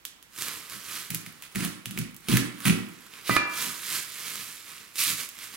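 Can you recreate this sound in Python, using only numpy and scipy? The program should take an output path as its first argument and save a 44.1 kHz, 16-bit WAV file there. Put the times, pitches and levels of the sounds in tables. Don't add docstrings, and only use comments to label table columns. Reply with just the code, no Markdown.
import sys
import numpy as np
from scipy import signal
from scipy.fft import rfft, irfft, next_fast_len
from scipy.io import wavfile
from scipy.ndimage import uniform_filter1d

SR = 44100
rng = np.random.default_rng(int(sys.argv[2]) if len(sys.argv) > 2 else 0)


def dump_mix(stems):
    frames = np.atleast_2d(stems).T
    limited = np.clip(frames, -1, 1)
    pcm = np.round(limited * 32767).astype(np.int16)
    wavfile.write(sys.argv[1], SR, pcm)


N = 245365

# start_s, crack_db, body_re_crack_db, pitch_hz
CRACKS_AND_TICKS = [(0.0518, -24.5, 1, 3260), (0.2263, -40.5, 1, 3280), (1.1031, -21, -5, 2170),
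                    (1.146, -16, -15.5, 2210), (1.262, -34, 5, 2090), (1.4226, -31.5, -3, 2490),
                    (1.557, -25, 4.5, 1890), (1.6484, -21, -8, 2290), (1.857, -27, 5.5, 2860),
                    (1.909, -30, -1, 2880), (1.975, -30.5, 10.5, 2160), (1.988, -22.5, -5, 3000),
                    (2.144, -40, -9, 3300), (2.164, -33.5, -21, 2220), (2.2848, -28, 8, 2960),
                    (2.3267, -23, 5, 3000), (2.370, -13.5, 2.5, 1840), (2.604, -32.5, 1, 1302),
                    (2.656, -34.5, 21.5, 2324), (2.6962, -41.5, 29.5, 2400), (3.1372, -47.5, 15, 3020),
                    (5.289, -28.5, -11, 2980)]
# start_s, length_s, crunch_db, swell_db, bone_pitch_hz, push_db
BLADE_CUTS = [(1.098, 0.058, -49, 7, 2400, -41.5), (1.258, .04, -54, -3, 2000, -52),
              (1.425, 0.044, -49, -7.5, 2510, -68), (1.549, 0.11, -42, 6.5, 2110, -33.5),
              (1.855, 0.13, -56, 0, 2950, -44), (1.976, .045, -44.5, -2, 2200, -35),
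              (2.285, .088, -33.5, 2.5, 3087, -22.5), (2.653, .058, -26, -8, 2480, -22)]
# frequency_hz, level_db
SNAP_SPECTRUM = [(400, -1.5), (800, -4), (1400, 5), (2800, 4.5), (4200, -1.5), (6500, -2.5), (9500, 2),
                 (13000, 4), (16000, 4)]
# frequency_hz, level_db
CRUNCH_SPECTRUM = [(400, -6.5), (800, -8.5), (1300, 0.5), (2600, -0.5), (4200, -3), (7000, -12), (9500, -2),
                   (13000, -11.5), (16000, -8)]
# pitch_hz, level_db, t60_s
BOARD_MODES = [(62, -12, 0.46), (110.6, 1, 0.26), (129.8, 3, 0.23), (164.1, -2, 0.37), (196.1, 9, 0.12),
               (235.6, 3.5, 0.16), (271, 1, 0.12), (310.5, -2, 0.16), (363.3, -5, .15), (499, -13, 0.038),
               (653, -17.5, 0.035)]

# start_s, knock_db, cutoff_hz, push_db, plate_ring_db
KNIFE_KNOCKS = [(3.2944, -9.5, 1260, -32, -44.5), (3.3649, -9.5, 4030, -49, -41.5)]
# pitch_hz, level_db, t60_s
DAMPED_KNIFE_MODES = [(315, -8, 0.027), (770, -6, 0.0097), (1010, -5.5, 0.011), (1250, -0.5, 0.019),
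                      (1440, -13, 0.053), (1660, -4, 0.013), (2240, -12, 0.016), (3370, -11, .01),
                      (4440, -5, 0.0091)]
# pitch_hz, level_db, t60_s
PLATE_MODES = [(974, 3.5, 0.86), (1217, -17, 0.7), (1240, 9.5, .5), (1498, 0.5, 1), (1600, 3, 0.38),
               (1716, 0, 0.93), (1810, -1, 1), (1970, -8, 0.71), (2367, 11, 0.77), (2740, 0, 0.8),
               (3200, -18, 0.38), (4570, -19, 0.34)]
# pitch_hz, level_db, t60_s
TABLE_MODES = [(62, -31, 0.053)]
# pitch_hz, level_db, t60_s
HELD_BLADE_MODES = [(1991, 2, .55), (2406, -5, .4), (3047, -14, .2), (3900, -16, .2), (4811, -12, .25)]
# pitch_hz, level_db, t60_s
FREE_BLADE_MODES = [(2406, -1, .16), (4811, -29, .3), (2415, -14, .45), (6850, -29, .2), (11700, -26, .08)]
# frequency_hz, level_db
SCRAPE_SPECTRUM = [(300, -3), (700, -5), (1200, -3), (2400, 7), (4500, 4), (7000, -4.5), (10000, 1),
                   (16000, -3)]

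# fastest_s, rise_s, fall_s, rustle_db, dull_part_db, rasp_hz
SHEET_SLIDES = [(.415, 0.052, 0.042, -38, -2, 1210), (0.474, 0.052, 0.16, -40, 2.5, 1220),
                (.73, 0.031, 0.044, -43.5, 1.5, 1270), (.965, 0.15, 0.11, -39.5, 0.5, 1220),
                (3.17, 0.085, 0.12, -52.5, 8.5, 2400), (3.613, 0.082, 0.13, -33, -0.5, 1280),
                (3.952, .11, 0.063, -32.5, -4, 1960), (4.271, 0.23, 0.32, -39.5, -1.5, 2230),
                (4.69, 0.03, 0.22, -53, 5, 2650), (5.001, 0.025, 0.089, -25, -15, 2270),
                (5.10, 0.035, 0.044, -33.5, -4, 2250), (5.203, 0.044, .055, -36, -2.5, 2180),
                (5.442, 0.097, 0.059, -44, 0, 2080), (5.55, .04, .05, -47, 2.5, 2100)]
# start_s, length_s, rustle_db
SHEET_STIRS = [(1.18, 0.31, -62), (2.5, 0.608, -59.5)]
# start_s, level_db
CREASE_FLIPS = [(0.3867, -24), (.422, -17), (0.4829, -19), (0.6974, -28.5), (3.6242, -21), (4.305, -29),
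                (4.356, -21), (4.957, -25), (5.3884, -29.5)]
# frequency_hz, level_db
RUSTLE_SPECTRUM = [(100, -3), (330, 0), (600, -9.5), (850, -9), (1150, -1), (1650, -1.5), (2250, -0.5),
                   (4000, 0), (6500, -3.5), (9500, -0.5), (13000, -1.5), (16000, -6.5)]
# start_s, length_s, push_db
FISH_SHIFTS = [(.745, 0.019, -49.5), (3.64, 0.063, -50), (4.33, 0.094, -59), (5.06, 0.093, -49.5)]

# frequency_hz, t60_s
REVERB_TIMES = [(120, 0.51), (300, 0.54), (700, 0.79), (1500, 0.67), (4000, 0.42), (14000, 0.18)]
# frequency_hz, level_db
REVERB_SPECTRUM = [(120, -6), (400, 1), (1200, 0), (4000, 0), (9000, 4.5), (15000, -11)]
# frequency_hz, correlation
FIELD_COHERENCE = [(200, 0.93), (500, 0.35), (1500, 0.067), (5000, -0.43), (9000, 0.0043), (13000, 0.75)]
# frequency_hz, level_db
ROOM_TONE_SPECTRUM = [(25, -9), (120, -5), (250, -3), (600, -14), (1200, -8), (2500, -9), (5000, -17),
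                      (9000, -19), (16000, -22)]
# frequency_hz, left_minus_right_db
MIC_BALANCE = [(60, 7.5), (150, -1), (300, -4), (600, -7.5), (1100, -6), (2300, -4), (4000, -4.5),
               (6600, -11), (9500, -4.5), (13000, -1)]
# frequency_hz, left_lead_rad
MIC_PHASE = [(30, -1), (120, -1.23), (350, -1.45), (700, -1.24), (1300, -0.62), (5000, -0.8),
             (14000, -0.14)]

DULL_HZ = 2050


def splitting():
    crunch_rows = [row[:4] for row in BLADE_CUTS]
    push_rows = [(s, length_s, push_db, 0) for s, length_s, *_, push_db in BLADE_CUTS]
    crunch = pushes(crunch_rows, bite_db=-11, ease_db=-4.5, ease_db_per_s=134)
    pressure = pushes(push_rows, bite_db=-29, ease_db=-13.5, ease_db_per_s=145)
    return cracks_and_ticks(crunch, pressure) + cartilage(crunch, pressure)


def pushes(rows, bite_db, ease_db, ease_db_per_s, bite_db_per_s=270):
    t, out = np.arange(N) / SR, np.zeros(N)
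    for s, length_s, level_db, swell_db in rows:
        age = t - s
        biting = bite_db + bite_db_per_s * age
        easing = swell_db + ease_db - ease_db_per_s * (age - length_s)
        shape_db = np.select([age < 0, age < length_s], [biting, swell_db * age / length_s], easing)
        out += amp(level_db + shape_db)
    return out


def cracks_and_ticks(crunch, pressure, q=3.84, ring_db=4.5, jolt_db=-6):
    cracks, jolts = np.zeros((2, N))
    for s, crack_db, body_db, pitch_hz in CRACKS_AND_TICKS + splinters(crunch):
        burst = amp(crack_db) * crack(length_s=.0011)
        hollow = signal.lfilter(*signal.iirpeak(pitch_hz, q, fs=SR), burst)
        add(cracks, s, shelf(burst, body_db - 6, split_hz=4500) + amp(body_db + ring_db) * hollow)
    for s, *_ in CRACKS_AND_TICKS:
        add(jolts, s, [pressure[int((s + .005) * SR)]])
    return colour(cracks, SNAP_SPECTRUM) + amp(jolt_db) * board(lowpass(jolts, hz=870))


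def splinters(crunch, per_s=60, offset_db=-2.5, spread_db=12, body_db=8.5, detune=.06):
    rows = []
    for s, length_s, _, _, bone_hz, _ in BLADE_CUTS:
        count = int(length_s * per_s)
        for k, (jitter, size, pitch) in enumerate(rng.uniform(-1, 1, (12, 3))[:count]):
            start_s = s + length_s * (k + .5 + jitter / 2) / count
            crack_db = 20 * np.log10(crunch[int(start_s * SR)]) + offset_db + spread_db * size
            rows.append((start_s, crack_db, body_db, bone_hz * (1 + detune * pitch)))
    return rows


def crack(length_s, size=1024):
    burst = signal.unit_impulse(size)
    for lag in rng.uniform(.1, .7, 3) * length_s * SR:
        loop = np.r_[1, np.zeros(int(lag)), rng.choice([-.55, .55])]
        burst = signal.lfilter(loop[::-1], loop, burst)
    return burst * np.sqrt(length_s * SR)


def cartilage(crunch, pressure):
    fibres = grains(per_s=3500, spread_db=2.8)
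    return colour(crunch * fibres, CRUNCH_SPECTRUM) + thuds(pressure)


def grains(per_s, spread_db, bands=9):
    onsets = rng.random(N) < per_s / SR
    sizes = onsets * amp(spread_db * np.minimum(rng.exponential(1, N), 4))
    edges = [60, *np.geomspace(900, 18000, bands)]
    out = np.zeros(N)
    for band in zip(edges, edges[1:]):
        out += butterworth(sizes * rng.standard_normal(N) + 1e-18, band, "band")
    return unit_power(out)


def thuds(pressure, jerks_per_s=700, fade_s=0.014):
    jerks = (rng.random(N) < jerks_per_s / SR) * rng.choice([-1, 1], N)
    shaking = board(jerks)
    local_rms = np.sqrt(np.abs(uniform_filter1d(shaking ** 2, size=1400)) + 1e-6)
    retained = np.exp(-1 / (fade_s * SR))
    energy = signal.lfilter([1 - retained], [1, -retained], pressure ** 2 + 1e-18)
    return np.sqrt(energy) * shaking / local_rms


def board(force):
    return butterworth(ring(force, BOARD_MODES), 75, "high")


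def wet_flesh(per_s=10, loudest_db=-39.5, spread_db=11):
    ticks, start, end = np.zeros(N), BLADE_CUTS[0][0], KNIFE_KNOCKS[0][0]
    for when, size in rng.random((int((end - start) * per_s), 2)):
        tick = amp(loudest_db - spread_db * size) * crack(length_s=0.0013)
        add(ticks, start + when * (end - start), tick)
    return colour(ticks, SNAP_SPECTRUM)


def knife_on_plate(bounce_s=.0033, bounce_db=-7):
    blows, push, rim, clack = np.zeros((4, N))
    for s, knock_db, cutoff_hz, push_db, ring_db in KNIFE_KNOCKS:
        contact = amp(knock_db) * lowpass(signal.unit_impulse(256), cutoff_hz)
        add(blows, s, contact)
        add(blows, s + bounce_s, amp(bounce_db) * contact)
        add(push, s, [amp(push_db)])
        add(rim, s, [amp(ring_db)])
    drop_s = KNIFE_KNOCKS[-1][0]
    add(clack, drop_s, amp(-35) * shelf(crack(length_s=.003), low_db=23.5, split_hz=3900))
    thump = ring(signal.unit_impulse(N, int(drop_s * SR)), TABLE_MODES)
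    knife = ring(blows, DAMPED_KNIFE_MODES) + colour(clack, SNAP_SPECTRUM)
    return knife + board(push) + thump + ring(rim, PLATE_MODES)


def blade_ring():
    touch, drop = np.zeros((2, N))
    handle_s, drop_s = KNIFE_KNOCKS[0][0], KNIFE_KNOCKS[1][0]
    add(touch, handle_s + .012, [amp(-27)])
    add(drop, drop_s + .008, [amp(-19)])
    held = lowpass(np.arange(N) / SR < drop_s, hz=60)
    return held * ring(touch, HELD_BLADE_MODES) + ring(drop, FREE_BLADE_MODES)


def rim_scrape(level_db=-33.5, lead_s=0.016, rise_db_per_s=500):
    t, handle_s, drop_s = np.arange(N) / SR, KNIFE_KNOCKS[0][0], KNIFE_KNOCKS[1][0]
    gain = amp(level_db + rise_db_per_s * np.minimum(t - handle_s + lead_s, 0)) * (t < drop_s)
    return lowpass(gain, hz=203) * colour(grains(per_s=9700, spread_db=2.5), SCRAPE_SPECTRUM)


def sheet():
    crackle = colour(grains(per_s=6000, spread_db=2.5), RUSTLE_SPECTRUM)
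    stirring = strokes(SHEET_STIRS) * shelf(crackle, low_db=8, split_hz=DULL_HZ)
    rustle = sliding(crackle) + stirring
    ticks = np.zeros(N)
    for s, level_db in CREASE_FLIPS:
        add(ticks, s, amp(level_db) * crack(length_s=.001))
    return amp(-1) * rustle + amp(-7) * colour(ticks, RUSTLE_SPECTRUM) + thuds(strokes(FISH_SHIFTS))


def sliding(crackle, drop_db=10, roundness=1.47, rasp_db=-8, rasp_q=6.1):
    t, out = np.arange(N) / SR, np.zeros(N)
    for s, rise_s, fall_s, level_db, dull_db, rasp_hz in SHEET_SLIDES:
        away = np.abs(t - s) / np.where(t < s, rise_s, fall_s)
        near = away < 4
        grit = shelf(crackle[near], dull_db, DULL_HZ)
        rasp = amp(rasp_db) * signal.lfilter(*signal.iirpeak(rasp_hz, rasp_q, fs=SR), grit)
        out[near] += amp(level_db - drop_db * away[near] ** roundness) * (grit + rasp)
    return out


def strokes(rows):
    out = np.zeros(N)
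    for s, length_s, level_db in rows:
        add(out, s, amp(level_db) * signal.windows.tukey(max(int(length_s * SR), 2), .2))
    return out


def kitchen(x, first_echo_s=0.00329, early_db=10, early_s=0.0022, size=32768):
    t, hz = np.arange(size) / SR, np.arange(size // 2 + 1) * SR / size
    noise, response = rfft(diffuse(size)), 0
    edges = np.geomspace(50, 20000, 15)
    for low, high in zip(edges, edges[1:]):
        centre = np.sqrt(low * high)
        late = np.exp(-np.log(1000) * t / at_hz(REVERB_TIMES, centre))
        early = amp(early_db) * np.exp(-t / early_s)
        decay = (late + early) * (t > first_echo_s)
        band = irfft(noise * (hz >= low) * (hz < high))
        response += amp(at_hz(REVERB_SPECTRUM, centre)) * band * decay / np.linalg.norm(decay)
    return signal.fftconvolve(x[None], response, axes=1)[:, :N]


def room_tone(level_db=-58.5):
    return amp(level_db) * np.array([colour(side, ROOM_TONE_SPECTRUM) for side in diffuse(N)])


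def diffuse(size):
    mid, side = rfft(rng.standard_normal((2, size)))
    alike = np.clip(at_hz(FIELD_COHERENCE, np.arange(len(mid)) * SR / size), -1, 1)
    return irfft(np.sqrt((1 + alike) / 2) * mid + np.sqrt((1 - alike) / 2) * side * [[1], [-1]], size)


def ring(force, modes):
    out = np.zeros(N)
    for k, (hz, level_db, t60_s) in enumerate(modes):
        r, w = np.exp(-np.log(1000) / (t60_s * SR)), 2 * np.pi * hz / SR
        mode = signal.lfilter([0, np.sin(w)], [1, -2 * r * np.cos(w), r * r], force + 1e-18)
        out += (-1) ** k * amp(level_db) * mode
    return out


def colour(x, spectrum, size=4096):
    hz = np.arange(size // 2 + 1) * SR / size
    gain = unit_power(amp(at_hz(spectrum, hz)) * np.clip(hz / spectrum[0][0], .1, 1) ** 2)
    cepstrum = irfft(np.log(gain))
    cepstrum[1:size // 2] *= 2
    cepstrum[size // 2 + 1:] = 0
    return signal.fftconvolve(x, irfft(np.exp(rfft(cepstrum))))[:N]


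def shelf(x, low_db, split_hz):
    return amp(low_db) * lowpass(x, split_hz) - butterworth(x, split_hz, "high")


def lowpass(x, hz):
    return butterworth(x, hz, "low")


def butterworth(x, hz, kind):
    return signal.sosfilt(signal.butter(2, hz, kind, fs=SR, output="sos"), x)


def at_hz(points, hz):
    frequency_hz, value = np.transpose(points)
    return np.interp(np.log(np.maximum(hz, 1)), np.log(frequency_hz), value)


def amp(db):
    return 10 ** (np.asarray(db) / 20)


def unit_power(x):
    return x / np.sqrt(np.mean(x ** 2) + 1e-20)


def add(track, s, sound):
    start = int(np.clip(round(s * SR), 0, N - 1))
    track[start:start + len(sound)] += sound[:N - start]


def scene():
    cutting = splitting() + wet_flesh()
    rustle = sheet()
    laid_down = knife_on_plate() + rim_scrape()
    ping = blade_ring()
    direct = cutting + amp(2) * rustle + laid_down + ping
    into_room = amp(-2) * cutting + amp(-4.44) * rustle + amp(-2.5) * laid_down + amp(-8) * ping
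    return direct + kitchen(into_room) + room_tone()


def record(dry, cutoff_hz=15900):
    size = next_fast_len(N + 4096)
    hz = np.arange(size // 2 + 1) * SR / size
    half_difference = amp(at_hz(MIC_BALANCE, hz) / 2) * np.exp(.5j * at_hz(MIC_PHASE, hz))
    pair = irfft(rfft(dry, size) * np.array([half_difference, 1 / half_difference]), size)[:, :N]
    return signal.sosfilt(signal.ellip(10, .2, 80, cutoff_hz, fs=SR, output="sos"), pair)


dry = scene()
out = record(dry)
dump_mix(out)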